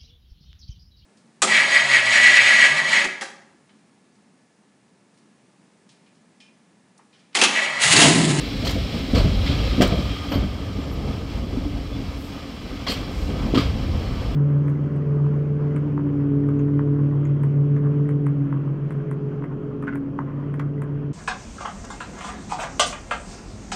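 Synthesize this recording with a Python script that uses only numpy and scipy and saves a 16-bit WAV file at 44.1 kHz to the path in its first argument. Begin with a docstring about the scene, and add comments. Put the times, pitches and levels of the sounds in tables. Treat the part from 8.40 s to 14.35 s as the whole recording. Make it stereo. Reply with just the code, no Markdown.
"""A passenger train rolls slowly past parked carriages, heard from an open window.
From the start the coach rumbles and drones over the roar and hiss of wheels on rail. From 0.2 s rail
joints thump the bogies and set the wheels clacking and clanging, with a bright chink of flange.
Around 1.5 s the roar swells, the wheels sing and faint, scattered squeaks begin. The ride eases
after 2 s, until flanges scuff and two more joints hit, near 4.5 s and 5.1 s."""
import sys
import numpy as np
from scipy.fft import rfft, irfft, next_fast_len
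from scipy.io import wavfile
from scipy.ndimage import map_coordinates

SR = 44100
rng = np.random.default_rng(int(sys.argv[2]) if len(sys.argv) > 2 else 0)


def unload_wav(signal):
    """Save mono or channel-first audio to the path in sys.argv[1] as 16-bit WAV at rate SR, clipped to [-1, 1]."""
    wavfile.write(
        sys.argv[1],
        SR,
        np.round(np.clip(np.atleast_2d(signal).T, -1, 1) * 32767).astype(np.int16),
    )


N = 262395


def amp(db):
    """Decibels to gain."""
    return 10 ** (np.asarray(db) / 20)


def unit(x):
    """x at rms 1."""
    return x / np.sqrt(np.mean(x ** 2) + 1e-20)


def along(points, hz):
    """Read (Hz, value) breakpoints on a log frequency axis."""
    f, v = np.transpose(points)
    return np.interp(np.log(hz + 1), np.log(f + 1), v)


def faders(rows):
    """One automation curve for each column after the time."""
    s, *cols = np.transpose(rows)
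    return [np.interp(np.arange(N) / SR, s, c) for c in cols]


def wobble(rate):
    """Smooth random modulation, rate knots a second."""
    return map_coordinates(rng.standard_normal(int(N * rate / SR) + 4), [np.arange(N) * rate / SR])


def filtered(x, response):
    """EQ x with a response given as a function of frequency."""
    m = next_fast_len(N + SR // 2)
    return irfft(rfft(x, m) * response(np.fft.rfftfreq(m, 1 / SR)), m)[..., :N]


def add(track, s, sound):
    """Mix a sound into a track at time s."""
    part = track[..., max(round(s * SR), 0):][..., :sound.shape[-1]]
    part += sound[..., :part.shape[-1]]


def resonance(centre_hz, half_width_hz):
    """Stereo noise of rms 1 ringing in one mode."""
    noise = rng.standard_normal((2, N))
    return unit(filtered(noise, lambda hz: 1 / (1 + ((hz - centre_hz) / half_width_hz) ** 2)))


# resonances of coach and wheels: f/Hz, width/Hz, boost/dB
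RESONANCES = [(54.7, 6, 4), (529, 4.7, 8), (700, 20, 4), (1166, 410, 7.5), (3160, 500, 5.5),
              (7410, 160, 7.5)]
# stereo image: f/Hz, left-right correlation
CORRELATION = [(30, .97), (100, .92), (350, .9), (650, .7), (880, .25), (1200, .6), (1500, .2), (1900, .45),
               (2800, .18)]
def rush(spectrum, ripple_db=3.5, ripple_hz=55):
    """Stereo noise of rms 1, coloured by coach and wheels: centred in the bass, wide on top."""
    def response(hz):
        spread = np.arccos(np.clip(along(CORRELATION, hz), -1, 1)) / 2
        boost_db = sum(db / (1 + (2 * (hz - f) / width) ** 2) for f, width, db in RESONANCES)
        # a fixed random ripple gives the upper noise a faintly ringing colour
        ripple = np.interp(hz / ripple_hz, np.arange(2048), rng.standard_normal(2048)) * hz / (hz + 1000)
        gain = amp(along(spectrum, hz) + boost_db + ripple_db * ripple)
        return gain * np.array([np.cos(spread), np.sin(spread)])
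    mid, side = filtered(rng.standard_normal((2, N)), response)
    return unit(np.array([mid + side, mid - side]))


# EQ of the low rumble and of the coach body: f/Hz, level/dB
RUMBLE_EQ = [(15, -41), (28, -8.5), (42, 1.5), (57, 2), (80, 1.5), (115, -2.5), (170, -15.5), (500, -100)]
BODY_EQ = [(70, -49), (130, 0), (185, 3), (310, -2.5), (370, -6), (520, -7), (750, -17), (1100, -25.5),
           (4000, -100)]
# roughness of the ride and shaking of the body: t/s, level/dB
RUMBLE_FADER = [(0.0, -32), (0.41, -24), (0.69, -30.5), (0.76, -18.5), (1.42, -24.5), (1.56, -22.5),
                (1.89, -31.5), (1.97, -20), (2.15, -29), (3.08, -28.5), (3.2, -24), (3.6, -30), (4.08, -38),
                (4.6, -30.5), (5.13, -24), (5.22, -20.5), (5.42, -23.5), (5.48, -19.5), (5.62, -22),
                (5.9, -25.5)]
BODY_FADER = [(0.0, -30), (1.29, -27.5), (1.47, -29), (1.67, -31), (2.04, -33.5), (2.65, -29), (3.0, -33.5),
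              (3.2, -30.5), (3.9, -37.5), (5.1, -28.5), (5.95, -30.5)]
def coach(drone_hz=275, drone_db=-35.0, drone_follow=0.63, sub_hz=50, sub_growth=0.26):
    """The ride shakes the coach, the rougher the deeper; one panel drones along with the body."""
    (rumble_db,), (body_db,) = faders(RUMBLE_FADER), faders(BODY_FADER)
    shake = rush(RUMBLE_EQ)
    sub = filtered(shake, lambda hz: 1 / (1 + (hz / sub_hz) ** 10))
    sub_gain = amp(sub_growth * (rumble_db - rumble_db.mean()))
    rumble = amp(rumble_db) * (shake - sub + sub_gain * sub)
    body = amp(body_db - 1.5 + wobble(11) + 1.6 * wobble(60)) * rush(BODY_EQ)
    panel = resonance(drone_hz, half_width_hz=21)
    drone = amp(drone_db + drone_follow * (body_db - body_db.mean()) + 2.2 * wobble(10)) * panel
    return rumble + body + drone


# EQ of rolling roar, rail hiss and the fizz of steel rubbing steel: f/Hz, level/dB
ROAR_EQ = [(150, -0.5), (700, 6.5), (1200, 0), (1750, 2.5), (2100, -1), (3200, -13.5), (10000, -92)]
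HISS_EQ = [(1000, -9.5), (2000, 5), (3200, 1.5), (4500, -2.5), (5400, -1), (6200, -39), (11000, -80)]
FIZZ_EQ = [(3000, -17.5), (5200, 8), (6700, -1), (8200, -1.5), (9400, -8), (10400, -13.5), (11600, -5.5),
           (15800, -11.5)]
# wheel on rail: t/s, roar level/dB, hiss level/dB
RAIL_FADERS = [(0.0, -54, -36.5), (0.55, -48.5, -37.5), (1.46, -39, -35.5), (1.61, -40.5, -37),
               (2.15, -44, -45), (2.62, -44, -45), (3.7, -45.5, -45.5), (5.4, -40.5, -42.5),
               (5.95, -42, -44)]
# ringing modes of a wheel: f/Hz, half-width/Hz, level/dB
WHEEL_MODES = [(1243, 58, 2), (2005, 98, -5), (3070, 242, -3.5), (4355, 450, -8.5)]
def rails(fizz_db=-49.5, fizz_follow=0.7, grind_hz=4000, grind_db=-43, grind_follow=2.35, modes_db=-10):
    """Rough steel flutters the rolling roar and hiss; hard rubbing grinds; wheel modes swell and fade."""
    roar_db, hiss_db = faders(RAIL_FADERS)
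    roughness = wobble(14)
    roar = amp(roar_db - 0.5 + 1.3 * roughness + 1.4 * wobble(70)) * rush(ROAR_EQ)
    hiss = amp(hiss_db + 2 + .5 * roughness + 0.83 * wobble(110)) * rush(HISS_EQ)
    fizz = amp(fizz_db + fizz_follow * (hiss_db - hiss_db.mean()) + .5 * roughness) * rush(FIZZ_EQ)
    grind_gain = amp(grind_db + grind_follow * (hiss_db - hiss_db[0]) + roughness)
    grind = grind_gain * resonance(grind_hz, half_width_hz=330)
    wheels = sum(amp(roar_db + modes_db + db + 1.8 * wobble(7.8)) * resonance(hz, half_width)
                 for hz, half_width, db in WHEEL_MODES)
    return roar + hiss + fizz + grind + wheels


# bogie frame modes: f/Hz, level/dB, t60/s
BOGIE_MODES = [(148.2, 0, 0.13), (192.7, -2, 0.25), (240.3, 3.5, 0.077), (276.5, 0.5, 0.21),
               (326.4, -5, 0.099), (416.5, -3, 0.099), (490, -4.5, 0.11), (695, -8, 0.1)]
# the bogie hits joints and bumps, and settles: t/s, level/dB, f/Hz, relative clunk level/dB
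BOGIE_JOLTS = [(0.235, -16.5, 180, -6), (0.354, -13, 210, -7.5), (0.734, -8.5, 215, -9),
               (0.762, -8, 201, -6), (0.845, -3, 148, -18.5), (1.091, -8, 140, -15), (1.379, -9, 236, -13),
               (1.403, -2, 199, -6.5), (1.521, -6.5, 164, -11.5), (1.59, -9.5, 186, -17),
               (1.914, -17.5, 277, 0), (1.957, -10, 245, -14), (2.027, -8.5, 161, -18),
               (2.385, -14.5, 267, -13), (3.13, -21, 267, -11), (3.172, -14, 234, -22),
               (3.253, -17, 245, -21), (4.314, -20, 267, -10), (4.495, -15.5, 330, -6),
               (5.138, -2, 320, -19), (5.163, -12, 270, -24), (5.175, -4, 288, -26)]
def thumps(attack_s=0.0014, focus_db=19, spread=0.36, clunk_hz=490, clunk_width_hz=170, clunk_t60=0.33):
    """A dropping wheel rings the bogie frame near the blow's pitch and shakes its loose brake gear."""
    frames, clunk_power, t = np.zeros((2, N)), np.zeros(N), np.arange(SR // 2) / SR
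    hz, mode_db, t60 = np.transpose(BOGIE_MODES)[:, :, None]
    for s, db, centre_hz, clunk_db in BOGIE_JOLTS:
        size, detune, phase, skew = rng.standard_normal((4, len(BOGIE_MODES), 1))
        decay = amp(mode_db - focus_db * np.log2(hz / centre_hz) ** 2 + 0.99 * size - 60 * t / t60)
        angle = 2 * np.pi * hz * (1 + 0.027 * detune) * t + 0.84 * phase
        side_phase = spread * skew * hz / 400  # higher modes sit wider
        frame = np.array([np.sum(decay * np.sin(angle + side * side_phase), axis=0) for side in (1, -1)])
        rise = amp(db - 7.5) * (1 - np.exp(-t / attack_s))
        add(frames, s, rise * frame)
        add(clunk_power, s, (rise * amp(clunk_db - 60 * t / clunk_t60)) ** 2)
    gear = filtered(rng.standard_normal(N), lambda f: np.exp(-((f - clunk_hz) / clunk_width_hz) ** 2 / 2))
    return frames + amp(-0.5) * np.sqrt(clunk_power) * unit(gear)


# EQ of the steel clack: f/Hz, level/dB
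CLACK_EQ = [(900, -18), (1900, 5.5), (3000, 4.5), (4700, 5), (5700, -7), (6500, -12), (12000, -31)]
# wheels striking rail ends: t/s, level/dB, relative sizzle level/dB, relative clank level/dB,
# t60/s, clang f/Hz, clang level/dB
JOINT_STRIKES = [(0.249, -23.5, -15.5, 0, 0.29, 4400, -31), (0.270, -17.5, -19, 1.5, 0.1, 4400, -29.5),
                 (0.291, -23.5, -19, -4, 0.41, 3100, -43), (0.748, -22, -23, 1.5, 0.58, 4400, -26),
                 (0.773, -24, -21, 0, 0.19, 4400, -26.5), (1.063, -22, -40, -7.5, 0.86, 2300, -30.5),
                 (1.409, -18, -24, 5.5, 0.32, 2050, -28), (1.418, -14.5, -15, 1, 0.13, 3100, -25.5),
                 (1.919, -25, -20, 11, 0.095, 3100, -31), (1.939, -29.5, -30, 4.5, 0.58, 3150, -28.5),
                 (4.467, -20, -30, -1.5, 0.23, 2050, -36), (4.481, -23, -22, -10, .33, 4340, -24.5),
                 (4.497, -21.5, -20.5, -3, 0.47, 3570, -22.5), (5.146, -19.5, -27, 3, 0.23, 2950, -24),
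                 (5.174, -17, -26.5, -0.5, 0.37, 1230, -20)]
def clacks(attack_s=0.003, crack_db=4, crack_s=0.0035, sizzle_rise_s=0.0018, sizzle_fade_db_per_s=40):
    """Each strike cracks, then excites a dense cluster of steel modes that chatters as it dies."""
    power, t = np.zeros((3, N)), np.arange(SR // 2) / SR
    for s, db, sizzle_db, clank_db, t60, *_ in JOINT_STRIKES:
        blow = amp(db + crack_db * np.exp(-t / crack_s) - 60 * t / t60) * (1 - np.exp(-t / attack_s))
        top = amp(sizzle_db - sizzle_fade_db_per_s * t) * (1 - np.exp(-t / sizzle_rise_s))
        bands = [blow * amp(clank_db), blow, blow * top]
        add(power, s - attack_s / 2, np.square(bands))  # separate strikes add in power
    clank, clack, sizzle = np.sqrt(power)
    chatter = wobble(260)  # the wheel rattles on the rail end, in all bands together
    return (clank * amp(-7.5 + 2.0 * chatter) * rush(ROAR_EQ)
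            + clack * amp(-5.5 + 0.62 * chatter) * rush(CLACK_EQ)
            + sizzle * amp(7.0 + 1.6 * chatter) * rush(FIZZ_EQ))


def clangs(t60=0.15, attack_s=0.0018, focus_db_per_octave=20, cluster_size=14):
    """The struck wheel rings in clusters of close modes, mostly those near the pitch of the strike."""
    out, t = np.zeros((2, N)), np.arange(SR // 2) / SR
    hz, half_width, _ = np.repeat(WHEEL_MODES, cluster_size, axis=0).T[:, :, None]
    for s, *_, centre_hz, db in JOINT_STRIKES:
        pitch = hz + half_width * rng.standard_normal(hz.shape) / 2
        phase = 2 * np.pi * rng.random((2, len(hz), 1))
        modes = np.sin(2 * np.pi * pitch * t + phase) / np.sqrt(cluster_size / 2)
        ring = np.sum(amp(-focus_db_per_octave * np.abs(np.log2(hz / centre_hz))) * modes, axis=1)
        add(out, s, amp(db - 60 * t / t60) * (1 - np.exp(-t / attack_s)) * ring)
    return out


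# flange scrapes, from short chink to long scuff: t/s, length/s, level/dB, low-cut f/Hz
FLANGE_SCUFFS = [(0.307, 0.012, -37, 6500), (1.472, 0.013, -39, 6000), (3.744, 0.18, -53, 7450),
                 (4.484, 0.071, -41, 6800), (4.68, 0.27, -51, 4670)]
def scuffs():
    """A flange scraping the rail gives only the bright top of the steel's fizz."""
    out, fizz = np.zeros((2, N)), rush(FIZZ_EQ)
    for s, length, db, low_cut_hz in FLANGE_SCUFFS:
        pressure = np.zeros(N)
        add(pressure, s, amp(db) * np.sin(np.linspace(0, np.pi, int(length * SR))))
        out += pressure * unit(filtered(fizz, lambda hz: 1 / (1 + (low_cut_hz / (hz + 1)) ** 10)))
    return out


def singing(modes_hz=(1220, 3200), peak_s=1.61, swell_s=0.41, db=-42.5):
    """Two wheel modes swell into a rough ring as the flanges lean on the rail."""
    lean = np.exp(-((np.arange(N) / SR - peak_s) / swell_s) ** 2 / 2)
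    return lean * amp(db) * sum(resonance(hz, half_width_hz=0.033 * hz) for hz in modes_hz)


# faint flange squeaks: t/s, length/s, f/Hz, level/dB
FLANGE_SQUEAKS = [(1.42, 0.13, 1215, -35.5), (1.89, 0.1, 12150, -45), (2.41, 0.068, 7350, -53),
                  (2.505, 0.055, 11800, -52), (3.517, .07, 3450, -45), (5.62, 0.094, 4300, -47)]
def squeaks(waver=0.012, waver_rate=640):
    """A flange catches the rail and one of the wheel's modes sings unsteadily."""
    out = np.zeros((2, N))
    for s, length, hz, db in FLANGE_SQUEAKS:
        swell = np.sin(np.linspace(0, np.pi, int(length * SR)))
        jitter = np.array([wobble(waver_rate), wobble(waver_rate)])[:, :len(swell)]
        pitch = hz * (1 + waver * jitter)
        add(out, s, amp(db) * swell * np.sin(2 * np.pi * np.cumsum(pitch, axis=1) / SR))
    return out


def scene():
    """Everything comes up from the running gear below the window."""
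    bed = coach() + rails() + singing()
    hits = clacks() + clangs() + thumps()
    return bed + hits + squeaks() + scuffs()


# stereo balance: f/Hz, left minus right level/dB
BALANCE = [(300, 0.85), (620, 1.5), (1850, 0.5), (2620, -5.5), (4700, -8.5), (6270, -5.5), (8400, 4),
           (11200, -1)]
def record(dry, lag_s=0.0009, lag_from_hz=1300, high_cut_hz=15780):
    """Left and right are coloured differently; a slight treble delay widens the image; the top is cut."""
    def stereo_eq(hz):
        sides = [.5, -.5]
        lag = np.exp(2j * np.pi * lag_s * np.outer(sides, np.maximum(hz - lag_from_hz, 0)))
        return amp(np.outer(sides, along(BALANCE, hz))) * lag * (hz < high_cut_hz)
    return filtered(dry, stereo_eq)


dry = scene()
out = record(dry)
unload_wav(out)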